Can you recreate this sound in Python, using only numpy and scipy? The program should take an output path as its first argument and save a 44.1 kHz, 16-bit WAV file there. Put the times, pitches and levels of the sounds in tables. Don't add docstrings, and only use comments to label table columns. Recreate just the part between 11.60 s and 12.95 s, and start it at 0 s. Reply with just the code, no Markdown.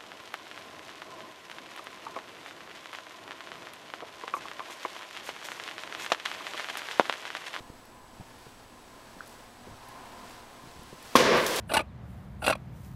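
import sys
import numpy as np
from scipy import signal
from scipy.fft import rfft, irfft, next_fast_len
from scipy.io import wavfile
from scipy.ndimage import map_coordinates

SR = 44100
rng = np.random.default_rng(int(sys.argv[2]) if len(sys.argv) > 2 else 0)


def unload_wav(signal):
    wavfile.write(
        sys.argv[1],
        SR,
        np.round(np.clip(np.atleast_2d(signal).T, -1, 1) * 32767).astype(np.int16),
    )


N = 59535


def snorts(size=4096):
    # t/s, length/s, level/dB, sag over the length/dB, low resonance/Hz,
    # middle resonance/Hz, middle resonance/dB, brightness/dB, hiss/dB, opening pop/dB
    puffs = [(0.093, 0.02, -36, -4, 680, 1530, 0, -11, -60, -60),
             (.1145, .012, -29, 3, 630, 1220, -9, -3, -56, -60),
             (.1365, .015, -23.5, 4, 660, 1400, -4, 4, -32.5, -18),
             (.1530, .011, -27, 5, 820, 1100, -6, -2, -41, -32),
             (.1676, .012, -20.2, 5, 860, 1520, -3, 0, -34, -12),
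             (.1810, .006, -35, 5, 700, 1450, -3, 1, -50, -54),
             (.1908, .009, -27, 6, 600, 1210, 2, -1, -48, -29),
             (.2035, .005, -28.5, 5, 620, 1120, -7, -6, -53, -24),
             (0.209, .011, -39.5, 7, 605, 1200, -4, -2, -57, -60),
             (0.819, 0.023, -36, -1, 750, 1480, 4, -10, -60, -60),
             (0.8399, .011, -30.5, 2, 676, 1350, -6, 8, -47, -60),
             (0.8543, .008, -38, 2, 656, 1400, -4, 0, -47, -60),
             (.8642, .010, -24.3, 5, 620, 1370, -8, 7, -36, -36),
             (0.8796, 0.015, -24.5, 3, 650, 1480, 0, 4, -37, -8),
             (.8990, .014, -22.4, 7, 650, 1420, -5, 0, -38, -13),
             (0.917, .009, -37, 5, 620, 1440, -6, 4, -51, -60),
             (.9252, .009, -26.5, 2, 1150, 1240, 4, 3, -52, -50),
             (.9525, .006, -35.5, 5, 585, 1100, -9, -3, -56, -32)]
    # f/Hz, level/dB
    hiss_spectrum = [(500, -58), (4500, -15), (5800, -3), (6600, -12), (7800, -1.5), (10500, 0),
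                     (12200, -11), (14000, -9.5), (15500, -16)]
    attack_s, release_s, hiss_fade_s = .0004, .0013, .03
    flutter_per_s, flutter_db = 659, 2.5
    pop_width_s, pop_low_cut_hz, ring_db = .00016, 170, -7
    out, t = np.zeros(N + size), np.arange(size) / SR
    for start_s, length, db, sag_db, low_hz, mid_hz, mid_db, bright_db, hiss_db, pop_db in puffs:
        opening = 1 - np.exp(-t / attack_s)
        closing = np.exp(-np.maximum(t - length, 0) / release_s)
        flutter = amp(flutter_db * wobble(flutter_per_s, size))
        flow = opening * amp(-sag_db * t / length) * closing * flutter
        turbulence_db = .45 * (db + 24)
        airway = lambda hz: throat(hz, low_hz, mid_hz, mid_db, bright_db, turbulence_db)
        rasp = unit(causal(flow * rng.standard_normal(size), airway))
        jet = flow * np.exp(-t / hiss_fade_s) * rng.standard_normal(size)
        hiss = unit(causal(jet, lambda hz: colour(hiss_spectrum, hz)))
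        breath = np.sqrt(length * SR / size) * (amp(db) * rasp + amp(hiss_db) * hiss)
        pressure = np.exp(-(t / pop_width_s - 2) ** 2)
        spike = causal(pressure, lambda hz: hz ** 2 / (hz ** 2 + pop_low_cut_hz ** 2))
        ring = causal(spike, airway)
        pop = spike + amp(ring_db) * ring / np.abs(ring).max()
        out[round(start_s * SR):][:size] += breath + amp(pop_db) * pop
    return out[:N]


def throat(hz, low_hz, mid_hz, mid_db, bright_db, turbulence_db, bright_above_hz=1600):
    # f/Hz, width/Hz, level/dB
    fixed_peaks = [(370, 55, -11), (930, 90, -14), (3400, 220, -17), (4050, 200, -15), (4700, 200, -22),
                   (5900, 170, -29)]
    # f/Hz, level/dB
    turbulence = [(60, -40), (190, -10), (450, -19), (1000, -14.5), (1900, -16), (3000, -20), (4800, -28),
                  (6000, -42), (15000, -60)]
    moving_peaks = [(low_hz, 125, 0), (mid_hz, 120, mid_db), (mid_hz + 1250, 150, mid_db / 2 - 3)]
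    power = sum(amp(db) ** 2 / (1 + ((hz - centre) / width) ** 2) ** 2
                for centre, width, db in moving_peaks + fixed_peaks)
    power += (amp(turbulence_db) * colour(turbulence, hz)) ** 2
    treble_shelf = amp(bright_db * hz ** 2 / (hz ** 2 + bright_above_hz ** 2))
    return np.sqrt(power) * treble_shelf


def leak():
    # peak t/s, rise/s, fall/s, level/dB
    swells = [(.122, .028, .04, -48.5), (.858, .034, .036, -47.5)]
    # f/Hz, level/dB
    spectrum = [(2000, -30), (6600, -19), (8400, -1), (10300, 0), (12200, -13), (14000, -9), (15500, -18)]
    t = np.arange(N) / SR
    envelope = sum(amp(db) * np.exp(-((t - peak_s) / np.where(t < peak_s, rise, fall)) ** 2)
                   for peak_s, rise, fall, db in swells)
    return envelope * noise(spectrum)


def water(x, delay_s=.00343, drift_s_per_s=.00021, level_db=-7.5):
    n = np.arange(N)
    return amp(level_db) * map_coordinates(x, [n - delay_s * SR - drift_s_per_s * n])


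def bank(x, level_db=-26, t60_s=.13, dull_above_hz=3000):
    t = np.arange(SR // 3) / SR
    scatter = filtered(rng.standard_normal(len(t)), lambda hz: 1 / (1 + (hz / dull_above_hz) ** 2))
    tail = scatter * amp(-60 * t / t60_s)
    return amp(level_db) * signal.fftconvolve(x, tail / np.linalg.norm(tail))[:N]


def wings():
    # t/s, level/dB
    rustle = [(0, -71), (.04, -78), (.41, -81), (.46, -71), (.53, -68.5), (.68, -72), (.8, -73.5),
              (1.0, -73.5), (1.11, -73.5), (1.16, -65), (1.26, -60.5), (1.35, -66)]
    # f/Hz, level/dB
    feathers = [(500, -8), (2000, 0), (4500, 0), (7000, -0.5), (11000, -.5), (15000, -0.5)]
    level_db = np.interp(np.arange(N) / SR, *np.transpose(rustle))
    return amp(level_db + 1.6 * wobble(450, N)) * noise(feathers)


def birds(waver=.04):
    # t/s, length/s, start f/Hz, end f/Hz, level/dB
    calls = [(.255, .08, 4300, 2600, -72), (.48, .06, 9700, 10900, -73), (.56, .04, 10800, 11400, -76),
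             (1.06, .06, 4700, 5400, -74)]
    out, t = np.zeros(N), np.arange(N) / SR
    for start_s, length, start_hz, end_hz, db in calls:
        progress = np.clip((t - start_s) / length, 0, 1)
        glide_hz = start_hz + (end_hz - start_hz) * progress ** 2
        pitch_hz = glide_hz * (1 + waver * wobble(1200, N))
        out += amp(db) * np.sin(np.pi * progress) * np.sin(2 * np.pi * np.cumsum(pitch_hz) / SR)
    return out


def outdoors(rumble_db=-44.5, air_db=-57):
    # f/Hz, level/dB
    hum_tones = [(61.5, -57), (123, -55)]
    # f/Hz, level/dB
    rumble_spectrum = [(20, -31), (33, -19), (48, -7.5), (68, .5), (87, -4), (114, -1.5), (150, -4),
                       (195, -5), (250, -15.5), (320, -23), (450, -42), (900, -120)]
    # f/Hz, level/dB
    air_spectrum = [(180, -46), (300, -6), (417, -8), (744, -6), (821, -10), (907, -8.5), (2140, -18),
                    (2560, -22.5), (3070, -24), (15500, -51.5)]
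    hum, t = np.zeros(N), np.arange(N) / SR
    for hz, db in hum_tones:
        rms = amp(db + 3.2 * wobble(12.3, N))
        phase = 2 * np.pi * hz * t + .71 * wobble(8.98, N)
        hum += rms * np.sqrt(2) * np.sin(phase)
    rumble = amp(rumble_db) * noise(rumble_spectrum)
    air = amp(air_db + .73 * wobble(14.06, N)) * noise(air_spectrum)
    return hum + rumble + air


def amp(db):
    return 10 ** (np.asarray(db) / 20)


def unit(x):
    return x / np.sqrt(np.mean(x ** 2) + 1e-20)


def colour(points, hz):
    f, db = np.transpose(points)
    return amp(np.interp(np.log(hz + 1), np.log(f + 1), db))


def filtered(x, response):
    size = next_fast_len(len(x) + 4096)
    return irfft(rfft(x, size) * response(np.fft.rfftfreq(size, 1 / SR)), size)[:len(x)]


def causal(x, gain):
    size = 2 * len(x)
    magnitude = np.maximum(gain(np.fft.rfftfreq(size, 1 / SR)), 1e-6)
    cepstrum = irfft(np.log(magnitude))
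    cepstrum[1:size // 2] *= 2
    cepstrum[size // 2 + 1:] = 0
    return irfft(rfft(x, size) * np.exp(rfft(cepstrum)))[:len(x)]


def wobble(rate, size):
    return map_coordinates(rng.standard_normal(size), [np.arange(size) * rate / SR], order=1)


def noise(points):
    return unit(filtered(rng.standard_normal(N), lambda hz: colour(points, hz)))


def scene():
    swan = snorts() + leak()
    return (swan + water(swan) + bank(swan) + wings() + birds() + outdoors())[None]


def record(dry):
    top_hz = 15500
    return np.array([filtered(x, lambda hz: hz < top_hz) for x in dry])


dry = scene()
out = record(dry)
unload_wav(out)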